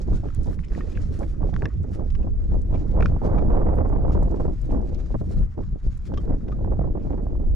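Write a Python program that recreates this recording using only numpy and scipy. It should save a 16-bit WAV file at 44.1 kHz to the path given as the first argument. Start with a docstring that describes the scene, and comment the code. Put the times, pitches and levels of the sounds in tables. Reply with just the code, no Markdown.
"""A flock of sheep mills about on a pasture in gusty wind.
From the start, noise pressed on two ports rumbles and sputters; grainy noise rustles as fleece and grass,
dull far steps patter over a field wash, and short noise cracks snap as stalks.
Hoof knocks (struck modes) join from 0.3 s, pause after 3.4 s and return at 5.6 s; scuffs join at 0.6 s.
The wind builds to a long blow at 3.3-4.5 s, dies away by 5.6 s and picks up again."""
import sys
import numpy as np
from scipy import signal
from scipy.fft import rfft, irfft, next_fast_len
from scipy.io import wavfile
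from scipy.ndimage import uniform_filter1d

SR = 44100
rng = np.random.default_rng(int(sys.argv[2]) if len(sys.argv) > 2 else 0)


def dump(signal):
    """Clip the signal to [-1, 1] and save it as 16-bit WAV at the path in sys.argv[1]."""
    limited = np.clip(np.atleast_2d(signal).T, -1, 1)
    pcm = np.round(limited * 32767).astype(np.int16)
    wavfile.write(sys.argv[1], SR, pcm)


N = 332955
TIME = np.arange(N) / SR
SIDES = np.array([[.5], [-.5]])  # left and right halves of a left-right difference

# Levels in the tables are relative: the functions trim them.
# slow wind: t/s, buffeting/dB, rumble/dB, extra on the rumble's upper part/dB
WIND = [(0.0, -49.5, -26, -1), (0.65, -48.5, -25.5, -0.5), (1.35, -49, -26, -1), (1.95, -42, -28, 2.5),
        (2.12, -54.5, -20, -5), (2.5, -45.5, -17, -9.5), (2.9, -38, -23.5, -2), (3.3, -28.5, -19, 1),
        (3.7, -28.5, -16.5, -3), (4.45, -33, -19.5, -0.5), (4.85, -38.5, -23, -2.5),
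        (5.4, -45.5, -25, -3.5), (5.55, -67, -28.5, 4.5), (6.03, -63, -29.5, -4.5),
        (6.18, -41.5, -26, -0.5), (6.65, -38.5, -21.5, 1), (7.15, -39.5, -25, -2), (7.5, -39, -14, -15)]
# puffs on the wind: middle t/s, length/s, buffeting/dB, rumble/dB
PUFFS = [(0.125, 0.074, -35.5, -12.5), (0.276, 0.034, -40.5, -27), (0.398, 0.036, -40, -18),
         (0.494, 0.033, -33.5, -17.5), (0.722, 0.016, -39, -16.5), (0.788, 0.039, -43.5, -50),
         (0.884, 0.25, -45, -48), (1.012, 0.11, -46.5, -19.5), (1.111, 0.052, -42.5, -25),
         (1.226, 0.064, -33.5, -48), (1.443, 0.066, -31.5, -20), (1.642, 0.057, -29.5, -28),
         (2.25, 0.12, -40, -42), (2.553, 0.067, -32, -25), (2.77, 0.11, -32.5, -21),
         (3.009, 0.1, -26, -16.5), (3.111, 0.081, -34, -32), (5.406, 0.093, -41.5, -17),
         (5.601, 0.047, -34.5, -24.5), (5.735, 0.029, -50, -21), (5.87, 0.051, -45.5, -15.5),
         (6.132, 0.052, -35.5, -55), (6.309, 0.14, -35.5, -22.5), (6.807, 0.041, -42.5, -19)]
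# brief lulls: middle t/s, length/s, depth/dB (negative: a rise)
LULLS = [(0.31, 0.11, 13), (0.631, 0.04, 26), (1.707, 0.024, 22.5), (3.199, 0.036, 18.5),
         (3.472, 0.042, 3.5), (3.731, 0.013, -3.5), (3.826, 0.018, 4), (3.878, 0.029, 2.5),
         (4.059, 0.022, 4.5), (4.141, 0.031, 3.5), (4.286, 0.019, 12.5), (4.387, 0.032, 2.5),
         (4.435, 0.02, 6), (4.589, 0.086, 25.5), (5.184, 0.035, 21.5), (5.538, 0.098, 22.5),
         (5.797, 0.056, 23.5), (6.398, 0.059, 30.5), (6.798, 0.016, 17.5), (6.937, 0.035, 0),
         (7.263, 0.025, 0)]
# side the rumble presses on, right to left and back: t/s, left-right/dB
WIND_SIDE = [(0.0, -3), (2.3, -2.5), (4.0, -0.5), (4.8, 4), (7.5, -1)]
# rumble spectrum: f/Hz, level/dB per Hz
RUMBLE_COLOUR = [(8, -16.5), (20, -1), (33, -1.5), (55, -3), (85, -6.5), (130, -14.5), (200, -20.5),
                 (350, -60), (700, -99)]
# share of each pitch counted as the rumble's upper part: f/Hz, share/1
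RUMBLE_UPPER = [(45, 0), (90, 1)]
# single strong eddies: t/s, peak level/dB, decay/s
EDDIES = [(0.004, -26.5, 0.01), (0.074, -26.5, 0.012), (0.123, -21, 0.016), (0.234, -25, 0.015),
          (0.255, -22.5, 0.006), (0.41, -34, 0.01), (0.457, -23.5, 0.022), (0.494, -33, 0.046),
          (0.778, -23.5, 0.0037), (1.421, -27.5, 0.041), (1.456, -26, 0.011), (1.488, -22.5, 0.004),
          (1.527, -26.5, 0.0089), (1.842, -21.5, 0.0095), (1.986, -28.5, 0.045), (2.269, -23, 0.0068),
          (2.514, -23.5, 0.013), (2.739, -22, 0.011), (2.767, -24.5, 0.01), (2.971, -19.5, 0.006),
          (2.986, -16, 0.0065), (3.108, -21, 0.013), (3.216, -18.5, 0.0063), (3.247, -15.5, 0.017),
          (3.272, -11.5, 0.0071), (3.291, -17.5, 0.011), (3.327, -22, 0.021), (3.351, -16.5, 0.0061),
          (3.431, -25.5, 0.011), (3.5, -13, 0.012), (3.549, -16, 0.0063), (3.566, -18, 0.036),
          (3.613, -11.5, 0.0087), (3.663, -17, 0.011), (3.687, -10, 0.0051), (3.737, -13, 0.005),
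          (3.781, -3.5, 0.0055), (3.807, -12.5, 0.0078), (3.85, -12.5, 0.0046), (3.899, -14, 0.0033),
          (3.921, -17.5, 0.013), (3.959, -16.5, 0.008), (3.987, -18, 0.023), (4.04, -18.5, 0.004),
          (4.048, -16.5, 0.005), (4.08, -15.5, 0.0062), (4.107, -16.5, 0.0026), (4.148, -9, 0.004),
          (4.166, -21, 0.02), (4.223, -15.5, 0.0037), (4.273, -18.5, 0.007), (4.325, -19, 0.0033),
          (4.34, -15, 0.007), (4.397, -15.5, 0.0089), (4.449, -18, 0.012), (4.72, -18.5, 0.01),
          (4.745, -24, 0.039), (4.841, -28.5, 0.033), (4.917, -28.5, 0.03), (5.104, -21.5, 0.0071),
          (5.142, -12.5, 0.0062), (5.21, -20.5, 0.0091), (5.236, -28.5, 0.0092), (5.306, -25, 0.027),
          (5.574, -22.5, 0.0087), (5.758, -27.5, 0.0062), (6.137, -25, 0.0044), (6.274, -27.5, 0.0087),
          (6.291, -39.5, 0.0057), (6.338, -22.5, 0.0065), (6.606, -23, 0.015), (6.644, -25, 0.0046),
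          (6.676, -25, 0.009), (6.716, -19, 0.012), (6.789, -17.5, 0.0059), (6.81, -17.5, 0.007),
          (6.838, -18.5, 0.012), (6.87, -19.5, 0.011), (6.95, -24.5, 0.0087), (6.97, -23, 0.0077),
          (7.102, -22, 0.0092), (7.131, -24.5, 0.018), (7.174, -19, 0.026), (7.266, -21, 0.0054)]
# buffeting spectrum: f/Hz, level/dB per Hz
GUST_COLOUR = [(40, -15), (70, 13), (110, 8), (180, 8.5), (300, 5.5), (500, -1.5), (750, -10.5),
               (1100, -22.5), (1600, -39.5), (2300, -53), (3300, -66), (6000, -87)]
# how strongly each pitch follows the gusts: f/Hz, slope/(dB per dB)
GUST_GRIP = [(100, 0.85), (250, 0.4452), (500, 1), (1000, 2.06), (2000, 2.5)]
# port level difference in gusts: f/Hz, left-right/dB
GUST_BALANCE = [(100, -2.5), (200, -5), (500, -6), (750, -5.5), (1140, 0), (1740, 1), (2650, 4.5)]
# port phase difference in gusts: f/Hz, left lead/rad
GUST_PHASE = [(80, -1.45), (180, -1.49), (1200, -1.55), (2600, -1.3)]
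# stirring of the flock: t/s, rustle level/dB
STIR = [(0.0, -66.5), (0.9, -67), (1.7, -70.5), (2.45, -72.5), (3.55, -71), (4.05, -73.5), (4.6, -66),
        (5.2, -75.5), (5.6, -72), (6.9, -77), (7.5, -78.5)]
# single brushes of fleece and grass: middle t/s, length/s, level/dB, crispness (treble)/dB
BRUSHES = [(0.154, 0.08, -60, -2), (0.542, 0.13, -81, 19), (0.83, 0.24, -63.5, -12), (1, 0.17, -62, -15),
           (1.22, 0.18, -63, 1), (1.946, 0.035, -61, -5), (2.762, 0.087, -68, -24), (3.055, 0.07, -60, -8),
           (3.252, 0.04, -62.5, -4), (4.132, 0.03, -59.5, -27), (4.46, 0.048, -67, -13),
           (5.024, 0.27, -64.5, -18), (5.34, 0.23, -67, 2), (5.96, 0.26, -67, -7), (6.206, 0.14, -69, 1),
           (6.537, 0.087, -71, -6), (7.077, 0.18, -71.5, -19)]
# rustle spectrum: f/Hz, level/dB per Hz
RUSTLE_COLOUR = [(200, 14), (600, -4), (1300, 11.5), (2000, 7), (3000, 3), (5000, 3.5), (7000, 0.5),
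                 (8500, -8.5), (12000, -15.5), (14000, -38)]
# share of each pitch counted as the rustle's top: f/Hz, share/1
RUSTLE_TOP = [(7000, 0.039), (9500, 0.46)]
# distant steps, spectrum: f/Hz, level/dB per Hz
TREAD_COLOUR = [(150, -9.5), (500, -22), (1200, 16), (2000, 8), (3000, -29), (6000, -33)]
# open field wash, spectrum: f/Hz, level/dB per Hz
FIELD_COLOUR = [(100, -15), (500, 15), (1000, 12.5), (1500, 8.5), (2500, -2), (4000, -35.5), (7000, -8),
                (9000, -35), (14000, -29)]
# stalks and grit snapping underfoot: t/s, peak level/dB, centre f/Hz, decay/s
SNAPS = [(0.0155, -38, 5300, 0.01), (0.158, -42, 5940, 0.003), (0.348, -33, 8200, 0.00091),
         (0.4324, -42, 7000, 0.003), (0.442, -41.5, 5000, 0.007), (0.459, -43, 7000, 0.0022),
         (0.648, -42, 5980, 0.004), (1.017, -42, 5760, 0.0093), (1.191, -40, 6500, 0.007),
         (1.686, -49, 5800, 0.0045), (1.8315, -50, 6200, 0.0027), (1.911, -48, 6550, 0.005),
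         (1.9544, -48, 6000, 0.004), (2.102, -53.5, 6630, 0.0057), (2.617, -44, 6460, 0.0032),
         (3.2444, -51, 6240, 0.004), (3.753, -48, 9780, 0.0063), (3.891, -47.5, 7000, 0.011),
         (4.123, -52, 6430, 0.004), (4.23, -37.5, 6300, 0.0028), (4.312, -42, 5700, 0.0034),
         (4.4025, -47, 5800, 0.004), (4.616, -44, 7000, 0.002), (4.6558, -48, 6740, 0.003),
         (4.7144, -43, 5740, 0.0048), (4.815, -50, 5200, 0.003), (4.946, -37.5, 4470, 0.004),
         (5.313, -44, 5700, 0.004), (5.9744, -45, 7210, 0.004), (7.2399, -51, 7200, 0.002)]
# hoof knocks: t/s, level/dB, main ring f/Hz, upper ring f/Hz, upper ring level/dB, gritty clack level/dB,
# wooden slats level/dB, ring length factor/1, rocking time/s, left-right/dB
HOOVES = [(0.286, -52, 1500, 2260, -11, -8, -11, 0.71, 0.0014, 9),
          (0.3035, -49.5, 1300, 1790, -17, -16, -16, 1.6, 0.00093, 7),
          (0.591, -48, 1420, 2120, -14, -25, -8, 0.61, 0.0004, 1),
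          (0.684, -59, 3300, 5300, 17, 0, -16, 1.0, 0.00081, -2),
          (0.72, -51, 1840, 2400, -11, -21, -14, 0.99, 0.0004, 1),
          (0.7496, -45, 1820, 2480, -10, -25, -16, 1.1, 0.0005, 1),
          (0.808, -39, 1220, 1850, 11, -29, -24, 1.4, 0.00053, 1),
          (0.973, -41, 1590, 2620, -13, -25, -26, 1.1, 0.0014, -2),
          (1.231, -47, 1640, 2160, 2, -18, -17, 0.92, 0.0021, -1),
          (1.5401, -43, 1650, 1950, -9, -12, -4, 0.37, 0.00085, -1),
          (1.5641, -36.5, 1480, 1890, -6, -13, -11, 0.4, 0.00033, 1),
          (1.622, -37, 1680, 2350, -20, -25, -19, 0.83, 0.0003, -0.5),
          (1.656, -30, 1790, 2400, -16, -16, -7, 0.75, 0.0012, 0.5),
          (2.103, -58, 2900, 3400, -2, 8, -13, 0.62, 0.002, 14),
          (2.1502, -48.5, 1710, 2940, 17, -14, -1.5, 0.16, 0.0026, 12),
          (2.23, -59, 2650, 2900, -8, -7, -15, 1.1, 0.002, -3),
          (2.754, -51, 2400, 3150, 11, -13, -8, 0.9, 0.0032, 10),
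          (3.008, -37.5, 1600, 2320, 8, -18, -18, 0.49, 0.00066, 0),
          (3.025, -30, 1330, 2400, -2, -24, -17, 0.75, 0.0018, -4),
          (3.0589, -27, 1370, 2420, -7, -17.5, -21, 0.75, 0.00088, -3),
          (3.382, -41, 1200, 2280, 1, -14.5, -6, 2.2, 0.0043, 11),
          (5.636, -54, 1200, 2360, -15, -8, -5, 0.7, 0.0017, 4),
          (6.139, -50, 1600, 3100, -10, 1, -4, 0.82, 0.0028, 6),
          (6.1747, -37.5, 1150, 3170, 11, -8.5, -15, 2.1, 0.003, 4.5),
          (6.482, -53, 1500, 3180, 4, -6.5, -15.5, 0.32, 0.0031, 11),
          (6.5187, -41.5, 1220, 3320, -20, -21, -21, 3.1, 0.0031, 6)]
# hoof modes: multiple of the main ring/1, level/dB, t60/s (times the ring length factor in a knock)
HOOF_MODES = [(1, 8.5, 0.012), (0.7, -11, 0.0081), (1.37, -14, 0.011), (1.83, -23.5, 0.0052)]
# band in which a hoof rings: f/Hz, gain/dB
KNOCK_COLOUR = [(300, -10.5), (1000, 11), (2700, 7.5), (3600, -19), (5000, -4.5), (9000, -32)]
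# gritty clack of a hoof, filter: f/Hz, gain/dB
CLACK_COLOUR = [(300, -31), (1000, 6), (2000, -2.5), (3400, 5.5), (4200, -6.5), (5400, 0), (7000, -10),
                (9000, -30), (14000, -42)]
# modes of wooden slats lying in the grass: f/Hz, level/dB, t60/s
SLAT_MODES = [(1120, 11.5, 0.035), (1700, -6.5, 0.016), (2400, -29.5, 0.016), (3600, -1, 0.016),
              (5000, -19.5, 0.0088)]
# band in which the slats sound: f/Hz, gain/dB
SLAT_COLOUR = [(300, -6.5), (900, -3.5), (2000, 8.5), (3000, -12.5), (3800, 1.5), (5400, -2.5),
               (7000, -16.5), (12000, -34)]
# hooves dragged over the ground: t/s, peak level/dB, ring f/Hz, length/s
SCUFFS = [(0.632, -48.5, 2050, 0.018), (0.667, -61, 1150, 0.0074), (0.81, -52, 1170, 0.014),
          (0.916, -52, 1800, 0.017), (0.946, -47.5, 1130, 0.023), (2.733, -47.5, 1120, 0.022),
          (4.697, -54, 1200, 0.014), (4.93, -55, 1330, 0.022), (6.991, -62, 1150, 0.019),
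          (7.124, -54.5, 1090, 0.0074)]
# scuff filter: f/Hz, gain/dB
SCUFF_COLOUR = [(300, -10.0), (800, 0.0), (1250, -9.5), (2400, 11.5), (3600, 2.5), (5500, -18.0),
                (9000, -25.0), (14000, -44.0)]


def amp(db):
    """Decibels to gain."""
    return 10 ** (np.asarray(db) / 20)


def evened(x):
    """Scales to rms 1."""
    return x / np.sqrt(np.mean(x ** 2) + 1e-20)


def unit(x):
    """Scales to energy 1 per channel, averaged over the channels."""
    return evened(x) / np.sqrt(x.shape[-1])


def read(points, f_hz):
    """A table's value on a log-frequency axis."""
    f, value = np.transpose(points)
    return np.interp(np.log(f_hz + 1), np.log(f + 1), value)


def curve(rows, axis=1):
    """One column of a time table, at every sample."""
    rows = np.asarray(rows)
    return np.interp(TIME, rows[:, 0], rows[:, axis])


def hump(middle_s, length_s):
    """Smooth rise and fall of height 1; width at half height is the length plus 1 ms."""
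    return 2. ** -np.minimum((2 * (TIME - middle_s) / (length_s + 1e-3)) ** 2, 60)


def shaped(x, gain):
    """Filters by a gain given as a function of frequency."""
    size = next_fast_len(x.shape[-1])
    spectrum = rfft(x, size) * gain(np.fft.rfftfreq(size, 1 / SR))
    return irfft(spectrum, size)[..., :x.shape[-1]]


def coloured(x, points):
    """Filters by a table of f/Hz, gain/dB, then scales to rms 1."""
    return evened(shaped(x, lambda f_hz: amp(read(points, f_hz))))


def flutter(rate_hz):
    """Random wavering up to a rate, at rms 1."""
    return evened(shaped(rng.standard_normal(N), lambda f_hz: 1 / np.sqrt(1 + (f_hz / rate_hz) ** 4)))


def pair(likeness, size=N):
    """Two partly alike channels of white noise."""
    common, left, right = rng.standard_normal((3, size))
    return np.sqrt(likeness) * common + np.sqrt(1 - likeness) * np.array([left, right])


def panned(db):
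    """Left and right gains for a level difference, fixed or per sample."""
    return amp(SIDES * db)


def add(mix, start_s, sound):
    """Mixes a sound in at a time."""
    part = mix[..., max(round(start_s * SR), 0):][..., :sound.shape[-1]]
    part += sound[..., :part.shape[-1]]


def ringing(drive, modes):
    """What a set of modes (f/Hz, level/dB, t60/s) makes of a force."""
    t = np.arange(drive.shape[1]) / SR
    ring = sum(amp(db - 60 * t / t60_s) * np.cos(2 * np.pi * f_hz * t) for f_hz, db, t60_s in modes)
    return signal.fftconvolve(drive, ring[None], axes=1)[:, :len(t)]


def mottled(x, patchy_db):
    """Lets the colour shift: bands some 350 Hz wide swell and sink for a tenth of a second each."""
    z = signal.stft(x, nperseg=1024, noverlap=768)[2]
    patches = rng.standard_normal(z.shape[1:])
    patches = uniform_filter1d(patches, size=8, axis=0)
    patches = evened(uniform_filter1d(patches, size=18, axis=1))
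    return evened(signal.istft(z * amp(patchy_db * patches), nperseg=1024, noverlap=768)[1][:, :N])


def wind(rumble_lull_share=0.26):
    """Buffeting and rumble levels in dB: slow wind, less its lulls (weaker in the rumble), plus its puffs."""
    lull_db = sum(depth_db * hump(s, length_s) for s, length_s, depth_db in LULLS)
    buffet_power = amp(curve(WIND) - lull_db) ** 2
    rumble_power = amp(curve(WIND, axis=2) - rumble_lull_share * lull_db) ** 2
    for s, length_s, buffet_db, rumble_db in PUFFS:
        puff = hump(s, length_s)
        buffet_power = buffet_power + (amp(buffet_db) * puff) ** 2
        rumble_power = rumble_power + (amp(rumble_db) * puff) ** 2
    return 10 * np.log10(buffet_power), 10 * np.log10(rumble_power)


def rumble(pressure_db, trim_db=-0.6, lumpy_db=2.0, wander_db=0.1, upper_trim_db=-1.0, bumpy_db=3.0,
           ceiling=0.33):
    """Large eddies press on both ports, only partly alike, bump unevenly and wander from side to side."""
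    low = coloured(pair(likeness=0.74), RUMBLE_COLOUR)
    swell = np.sqrt(uniform_filter1d((low ** 2).mean(0), size=3500))
    upper_db = curve(WIND, axis=3) + upper_trim_db + bumpy_db * flutter(rate_hz=13.0)
    low = low + (amp(upper_db) - 1) * shaped(low, lambda f_hz: read(RUMBLE_UPPER, f_hz))
    side_db = curve(WIND_SIDE) + wander_db * flutter(rate_hz=4.1)
    level_db = pressure_db + trim_db + lumpy_db * flutter(rate_hz=5.5)
    pressure = low / swell * panned(side_db) * amp(level_db)
    return ceiling * np.tanh(pressure / ceiling)  # the strongest pushes level off


def buffet(gust_db, gust_trim_db=2.0, usual_db=-33, sputter_db=3.0, lumpy_db=2.1, eddy_trim_db=-4.0,
           trim_db=2.5, onset_s=0.0017, ceiling_db=11.0, knee_db=4.0):
    """Small eddies break at the ports in lumps: the stronger the gust, the higher its sputter reaches."""
    power = amp(gust_db + gust_trim_db) ** 2
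    for s, db, decay_s in EDDIES:
        age_s = np.maximum(TIME - s, 0)
        burst = (1 - np.exp(-age_s / onset_s)) * np.exp(-np.minimum(age_s / (decay_s + 1e-4), 20))
        power = power + (amp(db + eddy_trim_db) * burst / burst.max()) ** 2
    force_db = 10 * np.log10(power) - usual_db
    force_db = force_db + sputter_db * flutter(rate_hz=143) + lumpy_db * flutter(rate_hz=7.2)
    # the fiercest peaks level off
    force_db = force_db - knee_db * np.logaddexp(0, (force_db - ceiling_db) / knee_db)
    air = coloured(pair(likeness=0.99), GUST_COLOUR)
    out = np.zeros((2, N))
    for centre_hz in 50 * 2. ** np.arange(8):
        octave = shaped(air, lambda f_hz: np.maximum(1 - abs(np.log2((f_hz + 1e-3) / centre_hz)), 0))
        out += octave * amp(read(GUST_GRIP, centre_hz) * force_db + usual_db + trim_db)

    def port_gain(f_hz):
        """Nearly the same sound at both ports, about a quarter cycle apart."""
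        return panned(read(GUST_BALANCE, f_hz)) * np.exp(1j * SIDES * read(GUST_PHASE, f_hz))

    return shaped(out, port_gain)


def rustle(grains_per_s=900, grain_db=3.0, rub=1.0, patchy_db=1.5, usual_top_db=-11, trim_db=3.0,
           unsteady_db=2.96):
    """Fleeces rub (steady noise) and grass crackles (random grains) underfoot; crisp brushes add treble."""
    grain_size = amp(grain_db * np.minimum(rng.exponential(1, N), 5))
    grains = grain_size * (rng.random(N) < grains_per_s / SR)
    crackle = evened(grains * pair(likeness=0.63))
    sound = coloured(.5 * crackle + rub * pair(likeness=0.62), RUSTLE_COLOUR)
    sound = mottled(sound, patchy_db)
    top = shaped(sound, lambda f_hz: read(RUSTLE_TOP, f_hz))
    body_power = top_power = amp(curve(STIR)) ** 2
    for s, length_s, db, crisp_db in BRUSHES:
        brush = amp(db) * hump(s, length_s)
        body_power = body_power + brush ** 2
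        top_power = top_power + (brush * amp(crisp_db - usual_top_db)) ** 2
    sound = (sound - top) * np.sqrt(body_power) + top * np.sqrt(top_power)
    return sound * amp(trim_db + unsteady_db * flutter(rate_hz=14.0)) * panned(db=1.5)


def far_flock(steps_per_s=16, step_decay_s=0.019, step_db=-70, wash_db=-65):
    """Dull steps (decaying noise at random times) from farther off, over the soft wash of the open field."""
    t = np.arange(3000) / SR
    steps = (rng.random(N) < steps_per_s / SR) * rng.uniform(0.071, 1, N)
    treads = signal.oaconvolve(steps, np.exp(-t / step_decay_s))[:N] * pair(likeness=1.0)
    wash = coloured(pair(likeness=0.11), FIELD_COLOUR)
    return amp(step_db) * coloured(treads, TREAD_COLOUR) + amp(wash_db) * wash


def snaps(trim_db=-5.0, width_octaves=0.44):
    """Tiny bright cracks of stalks and grit: band noise that starts at once and decays."""
    out, t = np.zeros((2, N)), np.arange(3000) / SR
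    for s, db, centre_hz, decay_s in SNAPS:
        def band(f_hz):
            return np.exp(-.5 * (np.log2((f_hz + 1) / centre_hz) / width_octaves) ** 2)
        crack = shaped(pair(likeness=0.17, size=len(t)), band) * np.exp(-t / (decay_s + 1e-4))
        add(out, s, amp(db + trim_db) * crack / abs(crack).max())
    return out * panned(db=3)


def hooves(rock_db=-18, crumble_db=-47, crumble_s=0.04, upper_t60_s=0.024, knock_s=0.005):
    """A strike, rocking on grit and crumbling ground ring the hoof, clack, and may sound the slats."""
    out, t = np.zeros((2, N)), np.arange(-256, 4096) / SR  # lead-in for the filters' early ripple
    since_s = np.maximum(t, 0)
    for s, db, hz, upper_hz, upper_db, clack_db, slats_db, sustain, rock_s, side_db in HOOVES:
        age = since_s / (rock_s + 1e-5)
        strike = t == 0
        rocking = amp(rock_db) * pair(likeness=0.76, size=len(t)) * age * np.exp(1 - age)
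        crumble = amp(crumble_db) * pair(likeness=0.83, size=len(t)) * np.exp(-since_s / crumble_s) * (t > 0)
        force = strike + rocking + crumble
        modes = [(hz * k, level_db, t60_s * sustain) for k, level_db, t60_s in HOOF_MODES]
        modes.append((upper_hz, upper_db, upper_t60_s * sustain))
        ring = unit(coloured(ringing(force, modes), KNOCK_COLOUR))
        clack = unit(coloured(force, CLACK_COLOUR))
        slats = unit(coloured(ringing(force, SLAT_MODES), SLAT_COLOUR))
        knock = unit(ring + amp(clack_db) * clack + amp(slats_db) * slats)
        # the level is the knock's energy spread over knock_s
        add(out, s + t[0], amp(db) * np.sqrt(knock_s * SR) * knock * panned(side_db))
    return out


def scuffs(ring_db=-28, grit_db=4):
    """A dragged hoof catches on grit many times, each catch ringing it faintly."""
    out, t = np.zeros((2, N)), np.arange(6000) / SR
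    for s, db, hz, length_s in SCUFFS:
        age = t / (length_s / 2 + 1e-4)
        catches = amp(grit_db * np.repeat(rng.standard_normal(100), 60))  # a new strength every 60 samples
        drag = pair(likeness=0.95, size=len(t)) * catches * age * np.exp(1 - age)
        modes = [(hz * k, level_db, t60_s) for k, level_db, t60_s in HOOF_MODES]
        drag = coloured(drag + amp(ring_db) * ringing(drag, modes), SCUFF_COLOUR)
        add(out, s, amp(db) * drag / abs(drag).max())
    return out * panned(db=13.0)


def scene():
    """Wind at the microphone over the shuffling flock."""
    gust_db, pressure_db = wind()
    weather = rumble(pressure_db) + buffet(gust_db)
    return weather + rustle() + far_flock() + snaps() + hooves() + scuffs()


def record(dry, edge_hz=13800):
    """Band limit: a steep linear-phase low-pass."""
    lowpass = signal.firwin(511, edge_hz, window=("kaiser", 9), fs=SR)
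    return signal.oaconvolve(dry, lowpass[None], "same")


dry = scene()
out = record(dry)
dump(out)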